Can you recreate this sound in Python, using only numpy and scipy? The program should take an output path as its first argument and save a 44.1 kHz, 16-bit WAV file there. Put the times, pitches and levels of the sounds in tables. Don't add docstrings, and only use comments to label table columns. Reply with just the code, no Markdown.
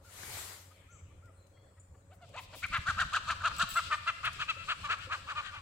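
import sys
import numpy as np
from scipy import signal
from scipy.fft import rfft, irfft, next_fast_len
from scipy.io import wavfile
from scipy.ndimage import uniform_filter1d, map_coordinates

SR = 44100
rng = np.random.default_rng(int(sys.argv[2]) if len(sys.argv) > 2 else 0)


def generate_wav(sig):
    pcm = np.round(np.clip(np.atleast_2d(sig).T, -1, 1) * 32767).astype(np.int16)
    wavfile.write(sys.argv[1], SR, pcm)


N = 247520
TIME_S = np.arange(N) / SR

# (centre [s], half-length [s], level [dB], pitch at start [Hz], in middle [Hz],
#                roughness in middle [0-1, clipped], 3rd harmonic [dB], higher harmonics [dB])
CACKLE_NOTES = [(2.385, 0.034, -42, 499, 537, 0.07, -21, -3),
                (2.645, 0.028, -34.5, 740, 797, 0.3, 10.5, -2.5),
                (2.753, .049, -31.5, 667, 690, 0.7, 2.5, -0.5),
                (2.891, 0.043, -29.5, 698.4, 797, 0.45, -13, -13),
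                (3.008, 0.048, -28.5, 691, 805, 0.47, -19, -6.5),
                (3.157, .043, -29, 658.8, 830, 0.22, -26, -4),
                (3.306, 0.046, -31.5, 642, 675, 0.8, -30, -5), (3.416, 0.02, -41, 670, 790, 0.36, -18, -13),
                (3.462, 0.04, -28, 654.8, 710, 0.36, -15, -6), (3.51, .028, -44.5, 595, 660, 0.9, -6, -22),
                (3.617, .041, -28, 667, 738, 0.45, -31, -6.5),
                (3.78, 0.038, -27.5, 679.5, 696, 0, -6.5, -7.5),
                (3.932, .04, -29.5, 656.7, 580, 0.25, -0.5, -5),
                (4.088, 0.034, -29.5, 673, 696, 0.22, -0.5, 0),
                (4.265, 0.046, -31.5, 669.4, 777, 1.08, 0, 2), (4.417, .04, -35, 656.5, 760, 0.9, -17, 4.5),
                (4.502, .031, -32.5, 654, 668, 0.01, -1.5, 8), (4.709, 0.044, -32, 660, 754, 0.74, -2, 3),
                (4.859, 0.035, -37.5, 608.5, 565, 0.1, -6.5, -3.5),
                (4.92, 0.05, -31, 656, 750, 0.75, -2, -0.5),
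                (5.132, 0.052, -35, 615, 695, 0.86, -2.5, -4.5),
                (5.305, 0.053, -39, 599, 750, 0.73, -9, -4),
                (5.386, 0.05, -36, 624.7, 590, 0.4, -5.5, -1.5), (5.56, 0.068, -46, 615, 570, 0.95, -5, 0)]
# (centre [s], half-length [s], level [dB], pitch at start, middle, end [Hz], roughness [0-1])
OPENING_CLUCKS = [(2.127, 0.034, -60.5, 622, 770, 730, 0.25), (2.234, 0.037, -56, 742, 690, 680, .1),
                  (2.354, .034, -47, 559, 650, 980, 0.15), (2.544, 0.028, -48.5, 598, 670, 580, 0.88)]
# (centre [s], half-length [s], level [dB], pitch [Hz], roughness [0-1], 3rd harmonic [dB])
SECOND_HEN = [(4.609, .087, -50, 666, 0.22, -1), (5.026, 0.074, -48.5, 721, 0.58, -4),
              (5.467, 0.075, -45.5, 776, 0.72, -19)]
# (time [s], lead of left over right [us])
LEFT_LEAD = [(2.1, 44), (3, 63), (3.8, -43), (4.3, -110), (5.6, -140)]
# (frequency [Hz], relative density [dB])
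BREATH_SPECTRUM = [(2650, 27), (4500, 1.5), (5390, -13), (5890, -8.5), (7550, -8.5), (8910, -19),
                   (10200, -22.5), (15500, -62)]
# (frequency [Hz], gain [dB])
WINDPIPE = [(300, -44), (480, -2), (650, 2.5), (1000, -4.5), (1200, 1.5), (1750, 0), (1950, -2.5),
            (2300, 0)]
# (frequency [Hz], left-right difference [dB])
BEAK_SIDE_DB = [(800, -2.5), (1200, -1), (1600, -1.5), (2500, 5), (3400, -2.5), (4600, -2.5), (7500, -1.5),
                (15000, -2)]
SAG, EDGE_ROUGH = 0.96, 0.33
OPEN_LOW_DB, SHUT_LOW_DB = -18.5, 11
SHUT_UPPER_DB, OTHER_UPPER_DB = 0.5, 4.5
BREATH_DB, BREATH_YIELDS = -20, 0.2
SIZZLE_DB, SIZZLE_FADE_DB_PER_S = -26, 2
HEN_SIDE_DB, OTHER_SIDE_DB = 3, 9.5


def hen():
    calls = []
    for s, half_s, db, hz, mid_hz, rough, third_db, high_db in CACKLE_NOTES:
        pitch_hz = [hz, mid_hz, SAG * hz]
        roughness = [EDGE_ROUGH, rough, EDGE_ROUGH]
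        calls.append((s, half_s, db, pitch_hz, roughness, OPEN_LOW_DB, third_db, high_db, HEN_SIDE_DB))
    for s, half_s, db, *pitch_hz, rough in OPENING_CLUCKS:
        calls.append((s, half_s, db, pitch_hz, [rough] * 3, SHUT_LOW_DB, 0, SHUT_UPPER_DB, HEN_SIDE_DB))
    for s, half_s, db, hz, rough, third_db in SECOND_HEN:
        calls.append((s, half_s, db, [hz] * 3, [rough] * 3, OPEN_LOW_DB, third_db, OTHER_UPPER_DB,
                      OTHER_SIDE_DB))

    voice, breath = np.zeros((2, N)), np.zeros((2, N))
    for s, half_s, db, pitch_hz, rough, low_db, third_db, high_db, side_db in calls:
        lead_s = np.interp(s, *np.transpose(LEFT_LEAD)) / 1e6
        tones, air = note(half_s, pitch_hz, rough, low_db, third_db, high_db, lead_s)
        add(voice, s - half_s, amp(db) * tones, side_db)
        add(breath, s - half_s, amp(db + BREATH_DB - BREATH_YIELDS * third_db) * air, side_db)

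    hiss = filtered(breath, lambda hz: amp(along(BREATH_SPECTRUM, hz) + 6) * high_pass(hz, 4200, 8))
    near = amp(SIZZLE_DB - SIZZLE_FADE_DB_PER_S * (TIME_S - LEFT_LEAD[0][0]))
    hiss += filtered(near * breath, lambda hz: high_pass(hz, 11000, 8))
    return filtered(voice + hiss, lambda hz: amp(along(WINDPIPE, hz)) * lean(along(BEAK_SIDE_DB, hz)))


# (frequency [Hz], gain [dB])
THROAT_GAIN = [(500, -5), (1000, 3.5), (1330, 6), (2100, -1.5), (2700, 0.5), (3500, -9.5), (4200, -13),
               (5500, -36), (9000, -38)]


def note(half_s, pitch_hz, rough, low_db, third_db, high_db, lead_s):
    k = np.arange(1, 13)[:, None]
    u = np.arange(-half_s * SR, half_s * SR) / (half_s * SR)
    size = len(u)
    start_hz, mid_hz, end_hz = pitch_hz
    hz = np.interp(u, [-0.7335, -.33, 0.0026, 0.334, 0.736],
                   [.87 * start_hz, start_hz, mid_hz, end_hz, .87 * end_hz])
    hz = uniform_filter1d(hz, 120)
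    share = np.interp(u, [-0.62, -0.22, -0.114, 0.57, 0.26], [.45, *rough, .45])
    share = np.clip(share, 0, 1)
    cycle = np.cumsum(hz * (1 + .045 * share * wobble(300, size))) / SR

    beat = np.cos(np.pi * .85 * cycle + 1.3 * wobble(110, size))
    slips = np.array([wobble(330, size) + 1j * wobble(330, size) for _ in k])
    blur = np.sqrt(1 - .36 * share) + np.sqrt(.18 * share) * slips
    phase = 2 * np.pi * (k * cycle + rng.random(k.shape))
    phase = phase + 1.8 * share * beat
    tones = blur * np.exp(1j * phase)

    gain_db = along(THROAT_GAIN, k * hz) + low_db * (k == 1) + third_db * (k == 3) + high_db * (k > 3)
    gain_db -= 22 * u ** 2 * (k > 2)
    ears = []
    for shift_s in (lead_s, -lead_s):
        shifted = tones * np.exp(1j * np.pi * k * hz * shift_s)
        ears.append((amp(gain_db) * shifted).real.sum(0))
    low = np.real(amp(gain_db[0]) * tones[0])
    edge = high_pass(np.fft.rfftfreq(size, 1 / SR), 1.22 * np.mean(pitch_hz), 5)
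    ears = low + irfft(rfft(ears - low) * edge, size)

    swell = amp(-36 * np.abs(u) ** 2.63) * signal.windows.tukey(size, .3)
    noise = rng.standard_normal(size) + 1.93 * rng.standard_normal((2, size))
    puffs = (1 + np.cos(2 * np.pi * cycle)) * amp(3.0 * wobble(158, size))
    return swell * unit(ears), swell * puffs * noise


# (time [s], level [dB])
WING_BEATS = [(2.636, -43), (2.7, -38.5), (2.781, -33.5), (2.88, -34), (2.954, -37), (3.058, -43),
              (3.15, -50), (3.229, -57), (3.308, -41.5), (3.569, -42.5), (3.627, -36), (3.719, -41.5)]
# (start [s], length [s], level [dB])
FEATHER_SWISHES = [(2.13, .06, -69), (2.39, 0.095, -58), (2.545, .11, -51.5), (3.688, 0.17, -49)]
# (time [s], low air level [dB], feather hiss level [dB])
WING_STIR = [(2.2, -55, -74.5), (2.41, -65.5, -64), (2.58, -57, -58.5), (2.9, -50.5, -58), (3.3, -56, -59),
             (3.55, -51.5, -55.5), (3.66, -54, -52.5), (3.79, -61, -48), (4.0, -59.5, -56.5),
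             (4.56, -53.5, -59), (5.28, -59.5, -59), (5.61, -59.5, -63.5)]
# (frequency [Hz], relative density [dB])
AIR_SPECTRUM = [(12, -52), (20, -1), (43, -2.5), (94, 4.5), (179, -9), (350, -31.5), (460, -42),
                (770, -120)]
# (frequency [Hz], relative density [dB])
FEATHER_SPECTRUM = [(1470, -28), (2500, 0.5), (4600, -2.5), (6640, -12.5), (7800, -6.5), (8420, -14.5),
                    (9800, -19), (10800, -23), (15500, -30)]


def wings():
    out, t = np.zeros((2, N)), np.arange(SR // 12) / SR
    for s, db in WING_BEATS:
        push = np.sin(2 * np.pi * 42 * t ** 0.83 * rng.uniform(0.52, 1.1))
        push += 0.67 * wobble(500, len(t))
        add(out, s, amp(db) * push * (t / 0.014) * np.exp(1 - t / 0.0073), 0)
    for s, length_s, db in FEATHER_SWISHES:
        u = np.linspace(0, 1, round(length_s * SR))
        swell = np.sin(np.pi * u ** 0.56) ** 2
        add(out, s, amp(db) * swell * bright_noise(len(u), 2), 3)
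    air_db, hiss_db = curves(WING_STIR)
    begun = np.clip((TIME_S - WING_STIR[0][0]) / 0.073, 0, 1)
    air = amp(air_db + 3.6 * wobble(12)) * rush(AIR_SPECTRUM, patchy_db=2.0)
    hiss = amp(hiss_db + 2.5 * wobble(25)) * rush(FEATHER_SPECTRUM, patchy_db=1.5)
    return out + begun * (air + hiss)


# (time [s], level [dB], left-right difference [dB])
DRY_TICKS = [(1.257, -61, 12), (1.4681, -63, 20), (2.291, -54, 4.5), (2.665, -41.5, 1.5),
             (2.6844, -46, 2.0), (2.7756, -43, 8), (3.5645, -35.5, 1), (4.2532, -35, 4),
             (4.3308, -40.5, 5.5), (4.986, -48, -3)]
# (time [s], level [dB], frequency [Hz], t60 [s])
DULL_TAPS = [(0.233, -31.5, 1580, 0.013), (0.3, -40, 900, 0.016), (0.37, -36, 700, 0.017),
             (0.389, -41, 1210, .015), (4.565, -44.5, 556, 0.071), (4.9, -42.5, 450, 0.038),
             (5.07, -41.5, 528, 0.073)]
# (time [s], level [dB], gain of modes above 9 kHz [dB])
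METAL_CLINKS = [(3.5839, -40.5, 5), (3.691, -42, 2), (3.7044, -44, 2), (3.7402, -41.5, -16),
                (3.773, -41.5, -16)]
# (frequency [Hz], level [dB], t60 [s])
METAL_MODES = [(2650, -8, .05), (7757, 0, .07), (7968, -5, .07), (10370, -20, .05), (12820, -14, .02),
               (14400, -18, .03), (15300, -8, .07)]


def contacts():
    out, t = np.zeros((2, N)), np.arange(SR // 6) / SR
    for s, db, side_db in DRY_TICKS:
        add(out, s, amp(db - 60 * t / .035) * bright_noise(len(t), 3), side_db)
    for s, db, hz, t60_s in DULL_TAPS:
        attack = 1 - np.exp(-t / (0.061 * t60_s))
        thud = np.sin(2 * np.pi * hz * t) + .5 * wobble(2 * hz, len(t))
        add(out, s, amp(db - 60 * t / t60_s) * attack * thud, 2.5)
    for s, db, top_db in METAL_CLINKS:
        ring = np.zeros(len(t))
        for hz, mode_db, t60_s in METAL_MODES:
            strength_db = mode_db + top_db * (hz > 9e3) + rng.normal(0, 2.7)
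            ring += amp(strength_db - 60 * t / t60_s) * np.sin(2 * np.pi * hz * t)
        rattle = .4 * amp(-60 * t / .07) * rng.standard_normal((2, len(t)))
        add(out, s, amp(db) * (ring + rattle), 3.5)
    return out


# (time [s], level [dB])
SLEEVE_LEVEL = [(0.0, -89), (0.052, -64.5), (0.186, -52), (0.384, -45.5), (0.526, -51.5), (0.696, -67.5),
                (0.85, -80)]
# (frequency [Hz], relative density [dB])
CLOTH_SPECTRUM = [(590, -29), (1000, -7), (1110, -7), (1400, -7.5), (1740, -1.5), (2090, 0.5), (2660, -5),
                  (4110, -2), (5740, -5), (7480, 0), (10700, -8.5), (12800, -6.5), (15600, -16.5)]
# (frequency [Hz], relative density [dB])
FOLD_SPECTRUM = [(120, -38), (200, 2), (225, -4.5), (367, 3.5), (1500, 6), (1950, -26), (3300, -120)]
FOLD_DB = -9


def sleeve():
    ended = np.clip((SLEEVE_LEVEL[-1][0] + 0.14 - TIME_S) / .1, 0, 1)
    both = rush(CLOTH_SPECTRUM, patchy_db=1.7) + amp(FOLD_DB) * rush(FOLD_SPECTRUM, patchy_db=1.0)
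    return ended * amp(curves(SLEEVE_LEVEL)[0] + 0.46 * wobble(60.3)) * both


# (start [s], length [s], start, top, end pitch [Hz], level [dB])
FAR_CALLS = [(0.04, 0.066, 1300, 1430, 1240, -65), (0.879, 0.1, 1174, 1418, 1110, -65.5),
             (1.216, 0.1, 1128, 1437, 1130, -66)]
# (centre [s], half-length [s], level [dB], pitch [Hz], 3rd harmonic [dB])
FAR_CLUCKS = [(0.719, 0.019, -62.5, 630, -14), (1.116, 0.019, -69, 588, -15), (1.286, 0.02, -74, 645, 17),
              (1.577, 0.022, -71, 689, 9), (1.783, .025, -70.5, 636, 3), (1.952, 0.016, -68.5, 575, -2)]
# (start [s], length [s], start pitch [Hz], end pitch [Hz], level [dB])
WHISTLES = [(.74, .04, 4600, 4000, -75), (1.36, .14, 4200, 3850, -77), (1.52, .2, 3230, 3500, -79),
            (1.51, .21, 4300, 4450, -83)]
# (start [s], level [dB], centre pitch [Hz], sweep [Hz], length [s])
BUZZY_CHIRPS = [(0.91, -63, 7370, 470, 0.11), (0.894, -68.5, 6240, 300, 0.12),
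                (1.796, -58.5, 7860, 890, 0.024)]
# (frequency [Hz], relative density [dB])
CHATTER_SPECTRUM = [(1060, -26), (1800, -5), (1960, -5), (2340, 1.5), (2790, -9), (3160, -5), (3640, -11),
                    (4000, -21), (5200, -51), (8800, -120)]
CHATTER_S, CHATTER_DB, CHATTER_RISE_S, CHATTER_FADE_DB_PER_S = 0.8, -67.5, 0.12, 27


def birds():
    fowl, song = np.zeros((2, N)), np.zeros((2, N))
    for s, length_s, start_hz, top_hz, end_hz, db in FAR_CALLS:
        u = np.linspace(0, 1, round(length_s * SR))
        arch = np.sin(np.pi * u ** 0.785)
        base_hz = start_hz + (end_hz - start_hz) * u
        add(fowl, s, glide(top_hz * arch + (1 - arch) * base_hz, db, waver=0.0087), 4.5)
    for s, half_s, db, hz, third_db in FAR_CLUCKS:
        tones, _ = note(half_s, [hz] * 3, [.3] * 3, -11, third_db, -9.0, 0)
        add(fowl, s - half_s, amp(db) * tones, 4.5)
    for s, length_s, start_hz, end_hz, db in WHISTLES:
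        u = np.linspace(0, 1, round(length_s * SR))
        swell_db = db - 14 * np.abs(u - .3) + 2.3 * wobble(36, len(u))
        add(song, s, glide(start_hz + (end_hz - start_hz) * u, swell_db, waver=0.02), 4.5)
    for s, db, hz, sweep_hz, length_s in BUZZY_CHIRPS:
        t = np.arange(length_s * SR) / SR
        buzz_hz = hz + sweep_hz * np.tanh(wobble(512, len(t)))
        add(song, s, glide(buzz_hz, db - 8 * t / length_s, waver=0.021), 5.5)
    t = TIME_S - CHATTER_S
    rise = np.clip(1 + t / CHATTER_RISE_S, 0, 1)
    fade = amp(CHATTER_DB - CHATTER_FADE_DB_PER_S * np.maximum(t, 0))
    chatter = rise * fade * rush(CHATTER_SPECTRUM, patchy_db=3)
    return echoes(fowl, wet_db=-6.5) + echoes(song, wet_db=-5.5) + chatter


def glide(hz, db, waver):
    phase = 2 * np.pi * np.cumsum(hz * (1 + waver * wobble(151.3, len(hz)))) / SR
    return np.sqrt(2) * amp(db) * signal.windows.tukey(len(hz), .3) * np.sin(phase)


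# (frequency [Hz], level before throb [dB])
MOTOR_TONES = [(91.5, -60), (183.0, -75.5), (274.5, -82), (554.5, -74.5)]
# (frequency [Hz], relative density [dB])
HUSH_SPECTRUM = [(12, -18), (20, -18.5), (93, 1), (226, -23), (274, -16.5), (343, -20.5), (551, -16.5),
                 (708, -24), (1380, -26.5), (1590, -30.5), (2850, -40), (6220, -40.5), (7560, -29.5),
                 (10600, -48), (15600, -49)]
SHAFT_HZ, FIELD_DB = 15.3, -59.5


def field():
    t = TIME_S + np.cumsum(0.012 * wobble(14)) / SR
    throb = amp(5 * np.sin(2 * np.pi * SHAFT_HZ * t) + 2 * wobble(3))
    drone = np.zeros(N)
    for hz, db in MOTOR_TONES:
        drone += amp(db + 1.3 * wobble(25)) * np.sin(2 * np.pi * hz * t + rng.uniform(0, 2 * np.pi))
    return throb * drone + amp(FIELD_DB) * rush(HUSH_SPECTRUM, patchy_db=3.0)


# (frequency [Hz], left-right correlation [-1 to 1])
LIKENESS = [(60, 0.98), (150, 0.98), (380, 0.81), (950, 0.19), (2380, 0.095), (5980, -0.023),
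            (15000, -0.12)]
# (frequency [Hz], left-right difference [dB])
BALANCE_DB = [(60, -0.5), (150, 0.5), (380, 2), (950, 2), (2380, 7.5), (5980, 3.5), (15000, 10)]


def rush(spectrum, patchy_db):
    z = signal.stft(rng.standard_normal((2, N)), nperseg=512)[2]
    patches = uniform_filter1d(rng.standard_normal(z.shape[1:]), 6, 0)
    patches = uniform_filter1d(patches, 10, 1)
    pair = signal.istft(z * amp(patchy_db * unit(patches)), nperseg=512)[1][:, :N]

    def mid_side_gain(hz):
        turn = np.arccos(np.clip(along(LIKENESS, hz), -1, 1)) / 2
        return amp(along(spectrum, hz)) * [np.cos(turn), np.sin(turn)]

    mid, side = filtered(pair, mid_side_gain)
    both = filtered(np.array([mid + side, mid - side]), lambda hz: lean(along(BALANCE_DB, hz)))
    return both / np.sqrt(np.mean(both.mean(0) ** 2))


# (frequency [Hz], t60 [s], colour [dB])
YARD_ECHO = [(300, 1, -3), (800, 1, -3), (1300, 1, -9), (1770, 1, -3.5), (4170, 1, -1.5), (11700, 0.12, -3)]


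def echoes(x, wet_db):
    hz, t60_s, colour_db = np.transpose(YARD_ECHO)
    wet, step = np.zeros((2, N)), SR // 6
    for start in range(0, N, step):
        f, t, z = signal.stft(rng.standard_normal((2, SR // 2)), SR, nperseg=256)
        fade_db = np.interp(f, hz, colour_db)[:, None] - 60 * t / np.interp(f, hz, t60_s)[:, None]
        tail = signal.istft(z * amp(fade_db), SR, nperseg=256)[1] / np.sqrt(SR / 50)
        tail *= amp(0.76 * wobble(35.0, tail.shape[1]))
        block = x.mean(0)[None, start:start + step]
        add(wet, start / SR + .016, signal.fftconvolve(block, tail, axes=1), 3)
    return x + amp(wet_db) * wet


def amp(db):
    return 10 ** (np.asarray(db) / 20)


def unit(x):
    return x / np.sqrt(np.mean(np.abs(x) ** 2) + 1e-20)


def along(points, hz):
    f, v = np.transpose(points)
    return np.interp(np.log(hz + 1), np.log(f + 1), v)


def curves(rows):
    s, *cols = np.transpose(rows)
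    return [np.interp(TIME_S, s, c) for c in cols]


def wobble(rate_hz, size=N):
    knots = rng.standard_normal(int(size * rate_hz / SR) + 4)
    return map_coordinates(knots, [np.arange(size) * rate_hz / SR])


def bright_noise(size, smooth):
    return np.diff(uniform_filter1d(rng.standard_normal((2, size + 1)), size=smooth))


def high_pass(hz, cut_hz, order):
    return 1 / (1 + (cut_hz / (hz + 1)) ** order)


def filtered(x, response):
    m = next_fast_len(N + SR // 2)
    return irfft(rfft(x, m) * response(np.fft.rfftfreq(m, 1 / SR)), m)[..., :N]


def lean(db):
    return amp([db / 2, -db / 2])


def add(track, s, sound, side_db):
    part = track[:, round(s * SR):][:, :sound.shape[-1]]
    part += lean(side_db)[:, None] * sound[..., :part.shape[1]]


def scene():
    return echoes(hen() + contacts(), wet_db=-11) + wings() + sleeve() + birds() + field()


TOP_HZ = 15830


def record(dry):
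    return filtered(dry, lambda hz: hz < TOP_HZ)


dry = scene()
out = record(dry)
generate_wav(out)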